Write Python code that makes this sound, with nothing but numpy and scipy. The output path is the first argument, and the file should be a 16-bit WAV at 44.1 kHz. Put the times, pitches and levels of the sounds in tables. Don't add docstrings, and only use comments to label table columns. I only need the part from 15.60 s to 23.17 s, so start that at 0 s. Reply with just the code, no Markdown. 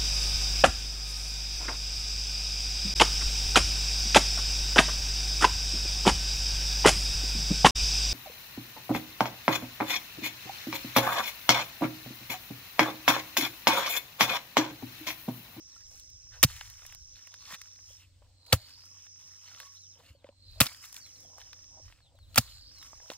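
import sys
import numpy as np
from scipy import signal
from scipy.fft import rfft, irfft, next_fast_len
from scipy.io import wavfile

SR = 44100
rng = np.random.default_rng(int(sys.argv[2]) if len(sys.argv) > 2 else 0)


def nominal_scale(level):
    x = np.asarray(level, float) / 20
    return 10 ** x


def persist_wave(psi):
    counts = np.round(np.clip(psi, -1, 1) * 32767).astype(np.int16)
    wavfile.write(sys.argv[1], SR, np.atleast_2d(counts).T)


N = 333837

LEFT_RIGHT = np.array([[.5], [-.5]])


def rms_one(x):
    return x / np.sqrt(np.mean(np.abs(x) ** 2) + 1e-20)


def at_hz(points, hz):
    table_hz, values = np.transpose(points)
    return np.interp(np.log(hz + 1), np.log(table_hz), values)


def colour(x, spectrum):
    size = next_fast_len(N)
    gain = nominal_scale(at_hz(spectrum, np.fft.rfftfreq(size, 1 / SR)))
    return rms_one(irfft(rfft(x, size) * gain, size)[..., :N])


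def low_cut(x, hz):
    return signal.sosfilt(signal.butter(2, hz, "high", fs=SR, output="sos"), x)


def drift(rate):
    knots = rng.standard_normal(int(N / SR * 200) + 2)
    return np.interp(np.arange(N) / SR * rate, np.arange(len(knots)), knots)


def ring(x, hz, t60):
    r, w = nominal_scale(-60 / (t60 * SR)), 2 * np.pi * hz / SR
    return signal.lfilter([0, np.sin(w)], [1, -2 * r * np.cos(w), r * r], x + 1e-18)


def add(track, s, sound):
    at = round(s * SR)
    track[..., at:at + sound.shape[-1]] += sound[..., :N - at]


def ports(x, lag):
    size = next_fast_len(N)
    turn = np.exp(-1j * np.pi * lag * np.arange(size // 2 + 1) / size * np.array([[1], [-1]]))
    return irfft(rfft(x, size) * turn, size)[:, :N]


def grit(shape, spread_db):
    return rng.standard_normal(shape) * nominal_scale(spread_db * np.minimum(rng.exponential(1, shape), 4))


def crackle(rows, cycles, own, own_hiss, longest_s):
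    lift_db, hiss_pan_db = 6, 2.4
    out, t = np.zeros((2, N)), np.arange(round(longest_s * SR)) / SR
    grains = grit((len(rows), 3, len(t)), spread_db=1.0)
    above = signal.butter(2, 4200, "high", fs=SR, output="sos")
    below = signal.butter(1, 11000, fs=SR, output="sos")
    hiss_band = np.vstack([above, below])
    for (s, peak_db, hz, treble_db, t60, pan_db), (both, *each) in zip(rows, grains):
        shape = np.minimum(t / .0003, 1) * nominal_scale(-60 * t / t60)
        body = low_cut(ring((both + own * np.array(each)) * shape, hz, cycles / hz), .3 * hz)
        hiss = signal.sosfilt(hiss_band, (both + own_hiss * np.array(each)) * shape)
        hiss_gain = nominal_scale(treble_db + lift_db + hiss_pan_db * LEFT_RIGHT)
        sound = rms_one(body) + hiss_gain * rms_one(hiss)
        add(out, s, nominal_scale(peak_db + pan_db * LEFT_RIGHT) * sound / np.abs(sound).max())
    return out


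def blows(rows, push_cycles):
    out = np.zeros(N)
    for s, peak_db, hz, t60 in rows:
        u = np.arange(6000) / SR * hz / push_cycles
        push = -np.sin(np.pi * np.minimum(u, 1)) ** 2
        sound = ring(push, hz, t60)
        add(out, s, nominal_scale(peak_db) * sound / np.abs(sound).max())
    return out


def chops():
    # crack in seconds, peak in dB, grit pitch in Hz, treble in dB.
    blade_cracks = [(0.829, 0.5, 2900, -1.5), (.833, -6, 2530, -6.5), (0.8364, -4, 5976, -8.5),
                    (0.8389, -13, 1907, -1.5), (0.8446, -11.5, 2970, 3.5), (2.9236, -22.5, 3080, -10.5),
                    (2.9257, -9.5, 3018, -7.5), (2.9274, -5.5, 4602, -14.5), (2.929, -7, 1446, -5),
                    (5.003, -4.5, 2930, -3), (5.0072, -2.5, 4240, -6), (5.0584, -24.5, 1953, -1.5),
                    (5.066, -20, 4770, -12), (6.744, -37, 4000, -8.5), (6.7585, -17, 1900, -1),
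                    (6.774, -15, 3000, -10), (6.7777, -4.5, 3070, -6), (6.7799, -12.5, 1300, -3.5),
                    (6.7824, -5.5, 6660, -9.5)]
    # start in seconds, peak in dB, grit pitch in Hz,
    # treble in dB, fall by 60 dB in seconds.
    soil_slides = [(2.935, -18.5, 3050, -1.5, 0.07), (5.0149, -2, 3020, -10, 0.0044),
                   (5.016, -17, 3000, -2.5, 0.13), (5.054, -33, 4530, -13, 0.082),
                   (6.769, -26.5, 2500, -10, 0.082), (6.784, -26.5, 2470, 13, 0.12)]
    crack_t60_s, blade_pan_db = 0.028, -1.6
    breaks = [(*row, crack_t60_s, blade_pan_db) for row in blade_cracks]
    breaks += [(*row, blade_pan_db) for row in soil_slides]
    return nominal_scale(3) * crackle(breaks, cycles=4.0, own=.35, own_hiss=.9, longest_s=.09)


def hoe(crunch):
    # pitch in Hz, level in dB, fall by 60 dB in seconds.
    hoe_tones = [(250, -18, 0.027), (520, -46, 0.059), (685, -28, 0.0089), (1350, -29.5, 0.0078),
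                 (1904, -44, 0.011)]
    shake = crunch.mean(axis=0)
    return sum(nominal_scale(level_db) * ring(shake, hz, t60) for hz, level_db, t60 in hoe_tones)


def thumps():
    # start in seconds, peak in dB, pitch in Hz, fall by 60 dB in seconds.
    ground_blows = [(.834, -19, 520, .03), (.839, -26, 264, 0.039), (.8445, -12, 132, 0.04),
                    (1.93, -47.5, 181, 0.042), (2.9275, -14, 520, 0.036), (2.929, -20, 250, 0.045),
                    (2.9291, -20.5, 760, .025), (2.932, -9.5, 100, 0.043), (2.957, -30, 102, 0.09),
                    (4.645, -61, 210, .04), (4.69, -57, 221, .04), (4.5, -41, 76.5, 0.08),
                    (5.008, -17.5, 250, 0.037), (5.0081, -19.5, 520, .03), (5.009, -19, 730, 0.027),
                    (5.0095, -14.5, 127, 0.056), (5.021, -42.5, 120, .06), (6.779, -18, 218, 0.047),
                    (6.7791, -13.5, 765, .025), (6.7855, -17, 117.2, 0.049)]
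    return low_cut(blows(ground_blows, push_cycles=.4), 65)


def snaps():
    # start in seconds, peak in dB, grit pitch in Hz.
    twigs = [(0.964, -32.5, 3620), (1.251, -39.5, 2400), (1.324, -34.5, 2430), (1.672, -37, 1900),
             (1.909, -35.5, 1240), (1.943, -30, 4060), (3.238, -46, 1390), (4.001, -30, 3020),
             (5.146, -36.5, 4170), (5.241, -40, 2800), (5.782, -36.5, 1280), (6.588, -50.5, 1500),
             (7.227, -34.5, 3630), (7.535, -34.5, 4370)]
    # start in seconds, peak in dB, grit pitch in
    # Hz.
    clods_and_crumbs = [(0.908, -42, 1540), (1.01, -26.5, 2340), (1.056, -40.5, 4330), (1.299, -41.5, 2760),
                        (1.74, -29, 4170), (2.015, -31, 4660), (2.159, -46, 4100), (2.865, -43.5, 4300),
                        (3.466, -44.5, 2353), (3.915, -45.5, 1350), (3.947, -38.5, 3220), (5.365, -29.5, 4690),
                        (5.815, -40.5, 2890), (5.93, -35, 3340), (6.324, -42.5, 2410), (6.981, -41.5, 4460),
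                        (7.331, -36, 1010), (7.501, -25, 3100), (7.516, -34, 850),
                        (.668, -58, 1900), (.916, -44, 3000), (.94, -53, 2000), (1.074, -49, 2500),
                      (1.108, -50.5, 1980), (1.138, -51, 3000), (1.181, -49, 3500), (1.193, -46, 2500),
                      (1.22, -44, 1510), (1.231, -46, 1500), (1.348, -47, 1790), (1.591, -49, 2600),
                      (1.84, -51, 3530), (1.875, -40, 3900), (1.925, -41, 1900), (1.932, -42, 3000),
                      (1.95, -37, 2700), (2.057, -49, 2970), (2.189, -50, 1800), (2.622, -54, 880),
                      (2.665, -59, 800), (3.365, -56.5, 1300), (3.56, -53, 3300), (3.877, -44, 2880),
                      (4.03, -43, 1800), (4.643, -46, 2500), (4.689, -46.5, 2620), (5.095, -42.5, 3000),
                      (5.118, -41, 1514), (5.327, -50, 1800), (5.342, -55, 2200), (5.398, -57, 1700),
                      (5.99, -53.5, 3310), (6.042, -50, 3500), (6.28, -49.5, 1490), (6.3, -48, 1360),
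                      (6.388, -56, 1800), (6.404, -54, 1800), (7.113, -54, 1790), (7.264, -48.5, 2900),
                      (7.401, -46, 1400), (7.459, -51.5, 1220)]
    # start in seconds, peak in dB.
    ticks = [(.397, -35.5), (0.5, -41), (1.264, -30), (1.1, -33), (1.348, -33.5), (2.016, -36),
             (2.863, -44), (3.256, -43), (4.53, -57), (4.913, -50.5), (5.254, -34), (5.327, -32),
             (5.343, -29.5), (5.364, -27), (5.465, -40), (5.604, -41.5), (6.554, -57), (7.185, -41)]
    twig_treble_db, clod_treble_db = -8.5, -58
    tick_hz, tick_treble_db = 1400, 23
    t60_s = 0.0157
    small = [(*row, twig_treble_db) for row in twigs]
    small += [(*row, clod_treble_db) for row in clods_and_crumbs]
    small += [(*row, tick_hz, tick_treble_db) for row in ticks]
    pans_db = rng.normal(-1, 2, len(small))
    rows = [(*row, t60_s, pan_db) for row, pan_db in zip(small, pans_db)]
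    return crackle(rows, cycles=3.0, own=.3, own_hiss=.8, longest_s=.025)


def swells(rows):
    swell_db = 20
    t = np.arange(0, N / SR + .004, .002)
    power = 0
    for s, db, rise, fall in rows:
        away = np.where(t < s, (s - t) / rise, (t - s) / fall)
        power = power + nominal_scale(db - swell_db * away) ** 2
    return np.interp(np.arange(N) / SR, t, 10 * np.log10(power + 1e-13))


def crumbs(pitches_hz, gains_db, per_s, cycles, clumps_db):
    born = grit(N, spread_db=3.0) * (rng.random(N) < per_s / SR) * nominal_scale(clumps_db)
    dealt = rng.integers(0, len(pitches_hz), N)
    placed = born * nominal_scale(rng.normal(0, 4, N) * LEFT_RIGHT)
    out = np.zeros((2, N))
    for k, (hz, gain_db) in enumerate(zip(pitches_hz, gains_db)):
        patches = nominal_scale(gain_db + 4.5 * drift(11))
        out += ring(placed * ((dealt == k) * patches), hz, cycles / hz)
    return rms_one(low_cut(out, .7 * pitches_hz[0]))


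def rustle():
    # start in seconds, crumble in dB, leaves over crumble in dB,
    # seconds to fall away.
    showers = [
        (.87, -55, -1.5, 0.35),
        (2.96, -56, -4.5, 0.14),
        (3.019, -65, -3.5, 0.51),
        (5.08, -62.5, 0, 0.53),
        (6.808, -56.5, -2, 0.25),
    ]
    # peak time in seconds, crumble in dB,
    # leaves over crumble in dB, seconds to swell, seconds to fall away.
    plant_stirs = [(.16, -70, -6, 0.31, .25), (.36, -63, 1.5, 0.09, 0.11), (.74, -65.5, -17.5, 0.046, 0.24),
                   (1.33, -60.5, -6.5, 0.65, 0.038), (1.58, -66.5, -7.5, 0.16, 0.96),
                   (1.945, -45, -9.5, 0.12, 0.024), (2.0, -69.5, -4, .1, 0.44), (2.3, -70, 1.5, 0.13, .2),
                   (2.43, -68.5, -5.5, 0.21, 0.06), (2.868, -83, 14.5, .015, 0.031),
                   (3.45, -71.5, -5, 0.64, 0.071), (3.61, -67, -7, 0.1, 0.58),
                   (3.88, -59, -13, 0.075, 0.34), (4.02, -63.5, -3, 0.34, 0.15), (4.12, -81, 7.5, 0.12, .4),
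                   (4.49, -69.5, -4.5, 0.25, 0.099), (4.67, -72.5, -18.5, 0.091, 0.061),
                   (5.13, -57.5, -3, 0.21, 0.049), (5.25, -55.5, 0, 0.047, 0.097),
                   (5.38, -63, 4, 0.115, 0.05), (5.57, -74, 1, 0.52, .5), (5.8, -61.5, -8, 0.041, 0.19),
                   (6.03, -74, -6.5, .15, 0.28), (6.32, -65.5, -10, 0.12, 0.12),
                   (7.24, -62.5, -6, 0.22, 0.33), (7.51, -58, -3, 0.077, 0.076)]
    # peak time in seconds, level in dB,
    # seconds to swell, seconds to fall away.
    ground_scuffs = [(.35, -61.5, 0.1, 0.029), (.76, -61.5, 0.036, 0.14), (1.71, -67.5, 0.073, 0.22),
                     (1.94, -64.5, 0.14, 0.055), (2.64, -69, .09, 0.14), (2.95, -47, 0.085, 0.058),
                     (4.02, -59, 0.21, 0.044), (4.4, -64.5, 0.071, .07), (4.67, -64, .13, 0.11),
                     (5.0, -53, 0.052, 0.067), (5.75, -59.5, 0.21, 0.29), (6.18, -57.5, 0.092, 0.089),
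                     (6.54, -64, 0.17, .1), (6.76, -62.5, 0.098, 0.32), (7.5, -60, 0.32, 0.13)]
    # pitch in Hz, level per grain in dB.
    dull_spectrum = [(900, -18.5), (1300, -12.5), (2500, -7.5), (4300, 0), (6000, -5), (8500, -10.5)]
    # frequency in Hz, level per Hz in dB.
    crisp_spectrum = [(4500, -13), (7000, 7.5), (9000, -0.5), (12000, -2), (15500, -1), (16500, -25)]
    shower_rise_s = 0.095
    stirs = [*plant_stirs]
    stirs += [(s, db, leaf_db, shower_rise_s, fall) for s, db, leaf_db, fall in showers]
    scuff_db = swells(ground_scuffs)
    crumble_db = swells([(s, db, rise, fall) for s, db, _, rise, fall in stirs])
    crisp_db = swells([(s, db + leaf_db, rise, fall) for s, db, leaf_db, rise, fall in stirs])

    clumps_db = 2.0 * drift(30) + 1.5 * drift(140)
    scuff_hz = np.geomspace(500, 980, num=4)
    scuff = crumbs(scuff_hz, np.zeros(4), per_s=2500, cycles=20, clumps_db=clumps_db)
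    crumble_hz = np.geomspace(950, 8300, num=14)
    grain_db = at_hz(dull_spectrum, crumble_hz)
    crumble = crumbs(crumble_hz, grain_db, per_s=12000, cycles=24, clumps_db=clumps_db)
    leaves = grit(N, spread_db=-2.0) + 2.1 * grit((2, N), spread_db=6.0)
    crisp = colour(leaves * nominal_scale(clumps_db), crisp_spectrum)
    return nominal_scale(scuff_db - 3.0) * scuff + nominal_scale(crumble_db + 5.0) * crumble + nominal_scale(crisp_db + 6.5) * crisp


def rasps():
    # start in seconds, length in seconds, pitch in Hz, width in Hz, level in dB.
    rubs = [(0.197, .035, 1800, 200, -70.5), (0.707, 0.081, 1660, 403, -61.5),
            (2.269, 0.083, 3300, 300, -68), (2.384, 0.083, 2830, 500, -65.5), (3.841, .07, 4280, 290, -63),
            (4.146, 0.049, 3920, 350, -62.5), (4.412, 0.14, 2820, 250, -69), (5.218, 0.043, 2800, 250, -62),
            (6.873, .17, 7250, 150, -63), (7.198, .06, 1110, 250, -68)]
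    out = np.zeros(N)
    for (s, length, hz, width_hz, level_db), grains in zip(rubs, grit((len(rubs), 9000), spread_db=3.0)):
        count = round(length * SR)
        rub = grains[:count] * np.hanning(count) ** .5
        rasp = ring(ring(rub, hz, 2.2 / width_hz), hz, 1.1 / width_hz)
        add(out, s, nominal_scale(level_db) * rms_one(rasp))
    return out


def phrases():
    # start in seconds, end in seconds, level in dB.
    buzzes = [
        (-1.0, 2.44, -53.5),
        (2.7, 4.41, -53.5),
        (4.68, 6.33, -54.5),
        (6.64, 9.0, -53.5),
    ]
    slack_hz, taut_hz, sag_hz = 4230, 5540, 170
    wind_wait_s, wind_up_s = .23, .46
    open_wait_s, open_s = .06, .12
    slack_loss_db, onset_db_per_s, onset_s = 1.5, 112.5, 0.19
    tire_s, tire_db, stop_db_per_s = 0.11, 22, 158.5
    t = np.arange(N) / SR
    rows = np.array(buzzes)
    pauses = (rows[:-1, 1] + rows[1:, 0]) / 2
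    start, end, level_db = rows[np.searchsorted(pauses, t)].T

    opened = np.clip((t - start - open_wait_s) / open_s, 0, 1)
    wound = np.sin(np.pi / 2 * np.clip((t - start - wind_wait_s) / wind_up_s, 0, 1)) ** 2
    tired = np.clip(1 - (end - t) / tire_s, 0, 1)
    level_db = level_db - slack_loss_db * (1 - wound) - tire_db * tired ** 2
    level_db -= onset_db_per_s * np.maximum(start + onset_s - t, 0)
    level_db -= stop_db_per_s * np.maximum(t - end, 0)
    drum_hz = slack_hz + (taut_hz - slack_hz) * wound - sag_hz * tired
    return drum_hz, level_db, opened, wound


def cicada():
    # share of drum pitch, half width in Hz, level in dB, steadiness.
    drum_parts = [(.985, 90, -1, 1.8), (1.0, 330, -1, .5), (1.115, 330, -1.5, .5)]
    pulses_per_s = 102
    drum_hz, level_db, opened, wound = phrases()
    beats = np.cumsum(pulses_per_s * (1 + .004 * drift(3))) / SR
    steady = rms_one(np.diff(np.floor(beats), prepend=0))
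    blur, flutter = .004 + .15 * wound * (1 - wound), drift(190)
    out = np.zeros((2, N))
    for k, (share, width_hz, part_db, steadiness) in enumerate(drum_parts):
        uneven = rng.standard_normal((3, N)) + 1j * rng.standard_normal((3, N))
        narrowing_db = 9 * k * (1 - opened) + 1.2 * k * (1 - wound)
        spread = .04 * min(k, 1) * opened * (1 - wound)
        band = signal.butter(2, width_hz, fs=SR, output="sos")
        swing = signal.sosfilt(band, steadiness * steady + uneven[0] + .5 * uneven[1:])
        part_hz = share * drum_hz * (1 + (blur + spread) * flutter)
        tone = np.exp(2j * np.pi * np.cumsum(part_hz) / SR)
        out += nominal_scale(part_db - narrowing_db) * np.real(rms_one(swing) * tone)
    return nominal_scale(level_db) * rms_one(out)


def birds():
    # start in seconds, length in seconds, start pitch in Hz, level in dB.
    peeps = [(0.001, 0.028, 3680, -77), (0.085, 0.074, 4530, -68), (0.215, 0.061, 4600, -69),
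             (.37, 0.048, 4540, -70), (0.48, 0.11, 4200, -74), (0.612, 0.046, 4380, -74),
             (.73, .04, 4000, -80), (1.39, 0.065, 4440, -75), (2.495, 0.053, 4500, -73.5),
             (3.335, 0.1, 3480, -77), (3.72, 0.047, 4200, -73), (3.745, 0.043, 4350, -73),
             (4.18, 0.1, 4320, -67.5), (4.295, 0.067, 4200, -74), (4.385, .045, 3810, -80),
             (4.53, 0.1, 4650, -74), (5.447, 0.078, 3560, -66), (5.665, 0.043, 4200, -72),
             (5.71, 0.054, 4450, -80), (6.40, 0.1, 4400, -69.5), (6.42, .05, 4150, -72),
             (6.55, 0.045, 4160, -70), (6.575, 0.1, 4500, -69), (6.60, 0.069, 4230, -70.5),
             (6.645, .07, 4200, -73), (6.68, 0.058, 4450, -72.5), (6.97, .05, 4200, -74),
             (7.055, 0.055, 4250, -68), (7.09, 0.045, 4350, -72.5)]
    # start in seconds, length in seconds, start pitch in Hz, level in dB.
    chirps = [(0.145, 0.082, 4200, -77), (.465, 0.035, 3900, -78), (3.48, 0.058, 3800, -86),
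              (3.814, .04, 4420, -81), (4.47, 0.07, 4950, -79), (4.65, .04, 4700, -89),
              (5.402, 0.071, 4700, -56), (5.51, 0.093, 4600, -70), (5.615, .06, 3650, -72),
              (7.14, 0.1, 4420, -58), (7.33, 0.072, 4400, -75.5), (7.44, .06, 3400, -74)]
    # start in seconds, length in seconds, start pitch in Hz, level in dB.
    dove = [(3.95, 0.19, 1118, -61)]
    tweets = [.095, .24, .39, .56, .70, 7.11, 7.275, 7.42]
    calls = [(*row, .37, 1.9) for row in peeps]
    calls += [(*row, .18, 1.3) for row in chirps]
    calls += [(*row, .014, 1.3) for row in dove]
    calls += [(s, .085, 5400, -70, -.48, .2) for s in tweets]
    out = np.zeros(N)
    for s, length, start_hz, level_db, fall, bend in calls:
        u = np.linspace(0, 1, round(length * SR))
        phase = 2 * np.pi * np.cumsum(start_hz * (1 - fall * u ** bend)) / SR
        whistle = np.sin(phase) + .08 * np.sin(2 * phase)
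        add(out, s, nominal_scale(level_db + 3) * np.sin(np.pi * u) ** .6 * whistle)
    out *= nominal_scale(3.5 * drift(70) - 2.5)
    echo = .4 * np.roll(out, 380) + .3 * np.roll(out, 900) + .2 * np.roll(out, 1500)
    return 1.3 * out + echo


def hen_knocks():
    # start in seconds, peak in dB, pitch in Hz, fall by 60 dB in seconds.
    yard_knocks = [(0.163, -49.5, 1350, 0.045), (2.304, -53, 566, 0.031), (2.618, -52, 585, 0.045),
                   (4.388, -60.5, 619, 0.02), (4.434, -56.5, 650, 0.03), (4.549, -51, 558, 0.052),
                   (4.644, -36.5, 562, 0.033), (4.689, -39.5, 564, 0.036), (5.649, -52, 723, 0.023),
                   (5.699, -60, 557, 0.042), (6.17, -53.5, 623, 0.025), (6.198, -50, 591, 0.024),
                   (6.549, -52, 603, 0.032), (7.5, -27, 543, 0.012)]
    return low_cut(blows(yard_knocks, push_cycles=0.85), 300)


def background():
    # time in seconds, wind in dB, motor hum in dB; at 4.95 and 6.72 s the hoe's swing before the blow
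    lows = [(0.0, -68.5, -83), (0.51, -62.5, -102), (0.78, -53.5, -81), (0.93, -53.5, -84),
            (1.13, -59.5, -93.5), (1.44, -62, -74), (1.61, -72.5, -69.5), (2.73, -67, -62),
            (3.71, -80, -65.5), (4.66, -76.5, -65.5), (4.95, -54.5, -60.5), (5.25, -73.5, -70),
            (5.85, -73, -64), (6.15, -59.5, -63.5), (6.52, -65, -68), (6.72, -57, -55),
            (7.11, -60.5, -87.5), (7.57, -72, -66)]
    # frequency in Hz, level per Hz in dB.
    wind_spectrum = [(15, -5.5), (35, -8.5), (60, -5.5), (110, -12.5), (170, -40), (300, -54.5)]
    # frequency in Hz, level per Hz in dB.
    air_spectrum = [(100, -13), (140, -8.5), (200, -23), (285, -12.5), (390, -25), (540, -15.5),
                    (750, -32.5), (1600, -33), (3000, -29), (4700, -24.5), (6900, -30.5), (8300, -21.5),
                    (9000, -45), (12000, -66)]
    # frequency in Hz, left-right likeness from 0 to 1.
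    likeness = [(60, .94), (300, .66), (1400, .4), (3100, .2), (8000, 0)]
    air_db, hum_hz = -70, 93
    s, wind_points, hum_points = np.transpose(lows)
    t = np.arange(N) / SR
    wind_db, hum_db = np.interp(t, s, wind_points), np.interp(t, s, hum_points)

    size = next_fast_len(N)
    alike = at_hz(likeness, np.fft.rfftfreq(size, 1 / SR))
    mid, side = rfft(rng.standard_normal((2, size)))
    both = np.sqrt(1 + alike) * mid + np.sqrt(1 - alike) * side * [[1], [-1]]
    even = colour(irfft(both, size)[:, :N], air_spectrum)
    bright = low_cut(even, 900)
    air = nominal_scale(air_db + 3.5 * drift(7.6)) * (even - bright)
    air += nominal_scale(air_db - 1.5 + 2.5 * drift(4.0)) * bright

    gusts = rng.standard_normal(N) + .55 * rng.standard_normal((2, N))
    lumps_db = 3.8 * drift(11)
    wind = nominal_scale(wind_db + 3.5 + lumps_db) * colour(gusts, wind_spectrum)

    turns = np.cumsum(hum_hz * (1 + 0.0084 * drift(8.6))) / SR
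    hum = nominal_scale(hum_db + 1.0 + 2.3 * drift(17)) * np.sin(2 * np.pi * turns)
    return air + wind + hum


def scene():
    crunch = chops()
    work = crunch + hoe(crunch) + snaps() + rustle() + rasps()
    low = thumps() + hen_knocks()
    insect = cicada() * nominal_scale([[-1.5], [1.5]])
    near = ports(work, lag=-2.4) + ports(low, lag=-7)
    return near + ports(insect, lag=3.3) + ports(birds(), lag=2.2) + background()


def low_pass(x):
    return signal.sosfilt(signal.butter(12, 16800, fs=SR, output="sos"), x)


def record(dry):
    ground_dip_hz, bass_cut_hz, top_hz = 403, 30, 15700
    x = dry - .65 * signal.lfilter(*signal.iirpeak(ground_dip_hz, 3.0, SR), dry)
    x = low_cut(x, bass_cut_hz)
    x = 1.1 * np.tanh(x / 1.1)
    x = signal.sosfilt(signal.cheby1(10, 1, top_hz, fs=SR, output="sos"), x)
    return low_pass(x)


dry = scene()
out = record(dry)
persist_wave(out)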